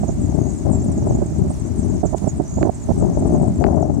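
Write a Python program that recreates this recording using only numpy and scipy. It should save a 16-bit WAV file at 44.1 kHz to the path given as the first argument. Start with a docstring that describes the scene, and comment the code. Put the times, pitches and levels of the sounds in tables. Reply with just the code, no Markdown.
"""Swifts twitter high overhead: quick falling chirps, short peeps and a few arched, trilled screams,
each a gliding whistle thrown back by a wall and the roofs. Wind buffets the two microphone ports
separately, in long gusts on the left and short puffs on the right, and now and then makes a port pop.
A hand faintly brushes the camera. Behind it all lie the blur of the farthest birds, a far town hum
and a faint, dry electric buzz."""
import sys
import numpy as np
from scipy import signal
from scipy.fft import rfft, irfft, next_fast_len
from scipy.io import wavfile
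from scipy.ndimage import uniform_filter1d, minimum_filter1d, map_coordinates

SR = 44100
rng = np.random.default_rng(int(sys.argv[2]) if len(sys.argv) > 2 else 0)


def dump(signal):
    """Clip the signal to [-1, 1] and save it as 16-bit WAV at the path in sys.argv[1]."""
    limited = np.clip(np.atleast_2d(signal).T, -1, 1)
    pcm = np.round(limited * 32767).astype(np.int16)
    wavfile.write(sys.argv[1], SR, pcm)


N = 176400
TIME = np.arange(N) / SR

TRILL_HZ, TRILL_FALL_HZ, ROUGH_HZ, TRILL_ROUGH_HZ = 62.7, 800, 111, 207
def whistle(length, start_hz, middle_hz, end_hz, trill=False):
    """One bird note swells and fades along a bowed glide; a trill chops it into falling pulses."""
    n = max(int(length * SR), SR // 200)
    u = np.linspace(0, 1, n)
    pulse = (TRILL_HZ * np.arange(n) / SR + 0.18 * wobble(22, n)) % 1
    bow = (2 * middle_hz - start_hz - end_hz) * 2 * u * (1 - u)
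    hz = start_hz + (end_hz - start_hz) * u + bow
    hz += (TRILL_ROUGH_HZ if trill else ROUGH_HZ) * wobble(900, n)
    swell = np.abs(np.sin(np.pi * u ** 0.78))  # peaks a little early
    if trill:
        hz += TRILL_FALL_HZ * (.5 - pulse)
        swell = np.sqrt(swell) * np.sin(np.pi * pulse) ** 2
    flicker = amp(0.97 * wobble(250, n))
    return unit(swell * flicker * np.sin(2 * np.pi * np.cumsum(hz) / SR))


def chirp(length, start_hz, fall_hz):
    """A plain falling stroke; no two fall or sag quite alike."""
    depth, sag = rng.standard_normal(2)
    fall_hz = fall_hz * (1 + 0.158 * depth)
    sag_hz = 69.3 * (1 + 2 * sag)
    return whistle(length, start_hz, start_hz - fall_hz / 2 - sag_hz, start_hz - fall_hz)


CHIRP_TRIM_DB, CHIRP_FALL_HZ, PEEP_ARCH_HZ = -3, 2193, 350
# falling chirps: t/s, length/s, start f/Hz, level/dB before the trim
CHIRP_CUES = [(.008,.03,8860,-46.5), (0.037,0.042,8670,-51), (.07,.03,7620,-44.5), (0.095,0.035,7950,-44),
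              (0.206,0.044,8500,-41.5), (0.241,0.032,8100,-45.5), (0.351,0.016,9000,-48),
              (.488,0.021,8370,-40), (0.559,0.042,8200,-42), (0.694,0.047,8560,-40.5),
              (0.782,0.034,7960,-45), (0.839,0.016,9400,-39.5), (0.857,.02,8070,-44.5),
              (.913,0.021,9120,-42), (.915,0.016,8320,-40), (0.971,0.017,8100,-39), (1.07,0.017,9080,-39.5),
              (1.084,.03,8250,-44), (1.257,0.015,9170,-39.5), (1.36,.035,8030,-49), (1.38,0.015,9030,-44.5),
              (1.497,0.023,9200,-41.5), (1.507,0.013,9200,-39), (1.594,0.013,8900,-41),
              (1.642,.018,8400,-46), (1.664,0.02,9270,-42), (1.757,.018,9600,-47), (1.779,.022,8440,-41),
              (1.786,0.022,9200,-41.5), (1.806,0.033,8760,-48), (1.825,0.016,7570,-45),
              (1.843,.018,9400,-42), (1.898,.022,7900,-41.5), (1.94,0.031,8600,-45.5),
              (2.032,.014,8700,-43), (2.051,0.027,8200,-36.5), (2.161,0.02,8240,-39),
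              (2.272,0.041,8100,-34.5), (2.367,0.02,9000,-40), (2.744,0.015,8760,-38.5),
              (2.802,0.058,8000,-45), (3,.04,8170,-45.5), (3.143,.03,8000,-47), (3.187,0.017,9100,-39),
              (3.266,0.018,9100,-39.5), (3.315,0.036,9300,-45), (3.335,.04,7700,-45),
              (3.386,0.015,9100,-48), (3.416,0.024,9000,-45), (3.469,.022,8820,-43), (3.544,0.044,8220,-46),
              (3.812,0.026,8530,-41), (3.937,0.025,8570,-44)]
# arched peeps: t/s, length/s, top f/Hz, level/dB
PEEP_CUES = [(.715,0.017,8300,-41), (.73,0.05,7450,-41), (0.816,0.016,7490,-41), (1.144,0.018,7100,-40),
             (2.979,0.027,8150,-43.5)]
# trilled screams: t/s, length/s, start f/Hz, middle f/Hz, end f/Hz, level/dB
SCREAM_CUES = [(.385, 0.18, 6500, 6600, 7080, -48), (0.489, 0.12, 7750, 8300, 8130, -50.5),
               (1.959, 0.23, 5590, 6520, 6900, -56), (2.089, .16, 6880, 7130, 6160, -50),
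               (2.455, 0.22, 5800, 6960, 6250, -44)]
def near_calls():
    """The nearer birds' dry whistles, as (time, level, note)."""
    for s, length, hz, db in CHIRP_CUES:
        yield s, db + CHIRP_TRIM_DB, chirp(length, hz, CHIRP_FALL_HZ)
    for s, length, hz, db in PEEP_CUES:
        yield s, db, whistle(length, hz - PEEP_ARCH_HZ, hz, hz - PEEP_ARCH_HZ)
    for s, length, start, middle, end, db in SCREAM_CUES:
        yield s, db, whistle(length, start, middle, end, trill=True)


FAR_TRILLS_PER_S, FAR_TRILL_DB, FAR_CHIRPS_PER_S, FAR_CHIRP_DB = 4, -56.5, 105, -55
def far_calls():
    """A random scatter of faint, low trills and tiny chirps far off, as (time, level, note)."""
    for s in rng.uniform(0, N / SR, int(FAR_TRILLS_PER_S * N / SR)):
        glide_hz = 6080 * np.exp(0.029 * rng.standard_normal(3))
        yield s, FAR_TRILL_DB, whistle(0.046, *glide_hz, trill=True)
    for _ in range(int(FAR_CHIRPS_PER_S * N / SR)):
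        length = 0.02 * np.exp(.3 * rng.standard_normal())
        hz = 7560 + 1200 * rng.uniform(-1, 1)
        fall_hz = min(CHIRP_FALL_HZ, hz - 5647)  # low chirps have less room to fall
        yield rng.uniform(0, N / SR), FAR_CHIRP_DB, chirp(length, hz, fall_hz)


BIRD_PAN_DB, PAN_SPREAD_DB, ARRIVAL_SPREAD_S = -3.5, 4.5, .00004
WALL_DELAY_S, WALL_DB, ECHO_DB, ECHO_T60_S = .0065, -6, -8, 0.12
def swifts():
    """Each call comes from its own direction, doubled by a wall and echoed by the roofs."""
    out = np.zeros((2, N))
    t = TIME[:SR // 3]
    tail = rng.standard_normal((2, len(t))) * amp(-60 * t / ECHO_T60_S)
    for s, db, note in [*near_calls(), *far_calls()]:
        pan, lag, path = rng.standard_normal(3)
        pan_db = BIRD_PAN_DB + PAN_SPREAD_DB * pan
        for delay, loss_db in ((0, 0), (WALL_DELAY_S * np.exp(.3 * path), WALL_DB)):
            add(out, s + delay, amp(db + loss_db) * note, pan_db, ARRIVAL_SPREAD_S * lag)
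    echo = signal.fftconvolve(out, tail / np.linalg.norm(tail[0]), axes=1)[:, :N]
    return out + amp(ECHO_DB) * echo


PUFF_EDGE_S = 0.0042
# gusts on the left port: t/s, level/dB
LEFT_GUSTS = [(0, -23.5), (.05, -30), (.19, -22.5), (.39, -13.5), (.635, -25), (.66, -11), (.73, -14),
              (.77, -17), (1.03, -20), (1.07, -13.5), (1.16, -20.5), (1.32, -29), (1.4, -11), (1.56, -31),
              (1.63, -21), (1.94, -14.5), (2.07, -35.5), (2.2, -51), (2.39, -20.5), (2.44, -48),
              (2.55, -24), (2.63, -21), (2.71, -40.5), (2.91, -29), (3.02, -12.5), (3.12, -16),
              (3.38, -14.5), (3.49, -16.5), (3.53, -22.5), (3.6, -18), (3.62, -13), (3.85, -15.5), (4, -16)]
# breeze on the right port between puffs: t/s, level/dB
RIGHT_BREEZE = [(0, -22.5), (.33, -27.5), (.5, -34), (.75, -28), (.87, -25), (1.15, -19), (1.68, -32.5),
                (2.0, -26.5), (2.5, -27), (2.78, -35), (2.97, -22.5), (3.4, -22.5), (3.65, -25.5),
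                (4, -28.5)]
# puffs on the right port: middle t/s, length/s, level/dB
RIGHT_PUFFS = [(0.039, 0.021, -15), (0.092, 0.031, -14.5), (0.9, 0.032, -17.5), (1.14, 0.072, -17.5),
               (1.228, 0.028, -14), (1.46, 0.062, -19.5), (1.51, 0.029, -16), (2.046, 0.03, -10),
               (2.142, 0.03, -10.3), (2.236, .04, -16), (2.272, 0.023, -14), (2.405, 0.028, -14),
               (2.579, 0.04, -16.5), (2.627, 0.034, -12.5), (2.674, 0.057, -12), (2.905, 0.037, -12.5),
               (3.231, 0.022, -14), (3.3, 0.018, -14.5), (3.364, 0.042, -16)]
def wind_force():
    """How hard the air hits each port, in dB: long gusts left, soft-edged puffs over a breeze right."""
    right = amp(curve(RIGHT_BREEZE))
    for s, length, db in RIGHT_PUFFS:
        gate = (1 + np.tanh((length / 2 - np.abs(TIME - s)) / PUFF_EDGE_S)) / 2
        right = np.maximum(right, amp(db) * gate)
    return np.array([curve(LEFT_GUSTS), 20 * np.log10(right)])


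REFERENCE_DB, FLUTTER_DB, FLUTTER_PER_S = -16.5, 3, 190
# deep rumble of slow eddies: f/Hz, level/dB
RUMBLE_EQ = [(20, -45), (32, -31), (50, 5.5), (72, 10), (110, 6), (180, -4.5), (300, -11), (700, -60),
             (4000, -100)]
# body of the buffeting: f/Hz, level/dB
BUFFET_EQ = [(40, -43), (90, -10), (150, -0.5), (250, -4), (370, -9), (650, -23.5), (1000, -39.5),
             (1600, -58.5), (6000, -100)]
# tearing edge of the hardest gusts: f/Hz, level/dB
TEAR_EQ = [(100, -25), (260, 0), (400, 6.5), (640, 3.5), (850, -8.5), (1100, -20.5), (1500, -33.5),
           (2500, -53.5), (6000, -100)]
# rumble, buffet and tear at the reference force: left level/dB, right level/dB, growth/(dB per dB)
WIND_MIX = [(-19.5, -20.5, .5), (-17.5, -17, 1.0), (-26.5, -23, 2.5)]
# extra fader on the left tear: t/s, level/dB
LEFT_TEAR_FADER = [(.4, -6.5), (.68, -2), (1.08, 0.5), (1.4, -20), (1.95, -13.5), (3.08, 0), (3.55, 4),
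                   (3.9, 5), (4, -16)]
def wind():
    """Eddies at the ports make three fluttering noise layers; the harder it blows, the brighter."""
    force_db = wind_force() - REFERENCE_DB
    flutter_db = FLUTTER_DB * np.array([wobble(FLUTTER_PER_S, N) for _ in range(2)])
    layers = []
    for eq, (left_db, right_db, growth) in zip([RUMBLE_EQ, BUFFET_EQ, TEAR_EQ], WIND_MIX):
        drive_db = growth * force_db + np.sqrt(growth) * flutter_db
        layers.append(amp([[left_db], [right_db]]) * amp(drive_db) * noise(eq))
    rumble, buffet, tear = layers
    tear[0] *= amp(curve(LEFT_TEAR_FADER))
    return rumble + buffet + tear


# pop impulses: t/s, level/dB before the EQ, left minus right/dB
POP_CUES = [(2.6296, -1, -27.5), (3.6413, -0.5, 30), (3.6666, -13, 29)]
# midrange knock of a pop: f/Hz, level/dB
POP_EQ = [(100, -10), (700, 5), (1500, 3), (2600, -8), (3500, -25), (4700, -14.5), (5800, -38),
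          (15000, -45)]
def pops():
    """Single sharp pushes of air overload one port."""
    out = np.zeros((2, N))
    for s, db, pan_db in POP_CUES:
        add(out, s, amp([db]), pan_db)
    return coloured(out, POP_EQ)


# three brushes and a tick: middle t/s, width/s, level/dB
RUSTLE_CUES = [(1.565, 0.057, -50.5), (2.183, 0.0033, -39), (2.2, 0.12, -52.5), (2.93, 0.1, -52.5)]
# bright hiss of a brush: f/Hz, level/dB
RUSTLE_EQ = [(1500, -6), (4000, -3), (9500, 5), (12500, -14), (15500, -11)]
def rustles():
    """A hand brushes the camera in faint swells of noise."""
    swells = sum(amp(db) * bell(TIME, s, width) for s, width, db in RUSTLE_CUES)
    return swells * noise(RUSTLE_EQ)


FLOCK_DB = -51.5
# treble wash of the flock: f/Hz, level/dB
FLOCK_EQ = [(3500, -46), (5200, -6), (6100, -5), (6900, 1), (7600, -4.5), (8400, -2), (9200, -7.5),
            (10700, -36.5), (12000, -17.5), (13500, -41)]
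def flock_blur():
    """The farthest birds merge into a gently wavering hiss."""
    pan = amp([[BIRD_PAN_DB / 2], [-BIRD_PAN_DB / 2]])
    return amp(FLOCK_DB + 0.4 * wobble(8, N)) * pan * noise(FLOCK_EQ)


TOWN_DB = -35
# bed of town and air: f/Hz, level/dB
TOWN_EQ = [(25, -39), (70, -1.5), (250, -6), (650, -10), (1000, -19.5), (1400, -27), (2100, -30),
           (3200, -37), (4800, -34), (10000, -43.5), (13000, -47), (15500, -49)]
def town_hum():
    """The far town blends into low, steady noise."""
    return amp(TOWN_DB) * noise(TOWN_EQ)


MAINS_HZ, TICK_DECAY_S, BUZZ_LEFT_DB, BUZZ_RIGHT_DB = 50, 0.0028, -51.5, -53.5
# thin sizzle of the buzz: f/Hz, level/dB
BUZZ_EQ = [(6000, -31), (7000, 1.5), (8400, 4), (9300, -10), (10400, -20), (13000, -35)]
def electric_buzz():
    """Dry ticks of noise repeat at the mains rate."""
    ticks = np.exp(-(TIME % (1 / MAINS_HZ)) / TICK_DECAY_S) * rng.standard_normal((2, N))
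    return amp([[BUZZ_LEFT_DB], [BUZZ_RIGHT_DB]]) * unit(coloured(ticks, BUZZ_EQ))


def amp(db):
    """Decibels to gain."""
    return 10 ** (np.asarray(db) / 20)


def unit(x):
    """Scale to rms 1."""
    return x / np.sqrt(np.mean(x ** 2) + 1e-20)


def bell(x, centre, width):
    """A Gaussian bump of height 1."""
    return np.exp(-((x - centre) / width) ** 2)


def curve(rows):
    """(t/s, value) points as one value per sample."""
    return np.interp(TIME, *np.transpose(rows))


def wobble(rate, size):
    """A smooth random curve, rate knots a second."""
    return map_coordinates(rng.standard_normal(2048), [np.arange(size) * rate / SR], mode="wrap")


def filtered(x, response):
    """Filter x by a gain that depends on frequency."""
    m = next_fast_len(N + SR // 4)
    return irfft(rfft(x, m) * response(np.fft.rfftfreq(m, 1 / SR)), m)[..., :N]


def coloured(x, eq):
    """x through an EQ of (f/Hz, level/dB) points."""
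    f, db = np.transpose(eq)
    return filtered(x, lambda hz: amp(np.interp(np.log(hz + 1), np.log(f), db)))


def noise(eq):
    """Coloured noise of rms 1, unrelated in the two channels."""
    return unit(coloured(rng.standard_normal((2, N)), eq))


def add(out, s, sound, pan_db, lag_s=0):
    """Mix a mono sound into the stereo track at time s; the right side comes lag_s later."""
    for track, start, db in zip(out, (s, s + lag_s), (pan_db / 2, -pan_db / 2)):
        i = int(np.clip(round(start * SR), 0, N - 1))
        track[i:i + len(sound)] += amp(db) * sound[:N - i]


# birds, town and buzz dip as the recorder turns down after the loud pop: t/s, level/dB
BACKGROUND_DUCK = [(0, -1.5), (2.95, -2), (3.6, -2), (3.68, -4), (4, -7)]
def scene():
    """Wind and handling at the microphone in front of the far sky, which dips along a drawn curve."""
    close = wind() + pops() + rustles()
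    far = flock_blur() + electric_buzz() + town_hum() + swifts()
    return close + amp(curve(BACKGROUND_DUCK)) * far


CEILING, LOW_CUT_HZ, TOP_HZ = .9, 38.3, 15780
# dips in the microphone's response: f/Hz, width/Hz, level/dB
MIC_DIPS = [(489.7, 64.7, -12.5), (7700, 71, -9)]
def record(dry):
    """The microphone cuts two narrow dips; the recorder ducks the highest peaks and limits the band."""
    sound = filtered(dry, lambda hz: amp(sum(db * bell(hz, f, width) for f, width, db in MIC_DIPS)))
    needed = np.minimum(1, CEILING / (np.abs(sound).max(axis=0) + 1e-9))
    gain = uniform_filter1d(minimum_filter1d(needed, size=900), size=900)
    return filtered(gain * sound, lambda hz: (hz < TOP_HZ) * (1 - np.exp(-(hz / LOW_CUT_HZ) ** 4)))


dry = scene()
out = record(dry)
dump(out)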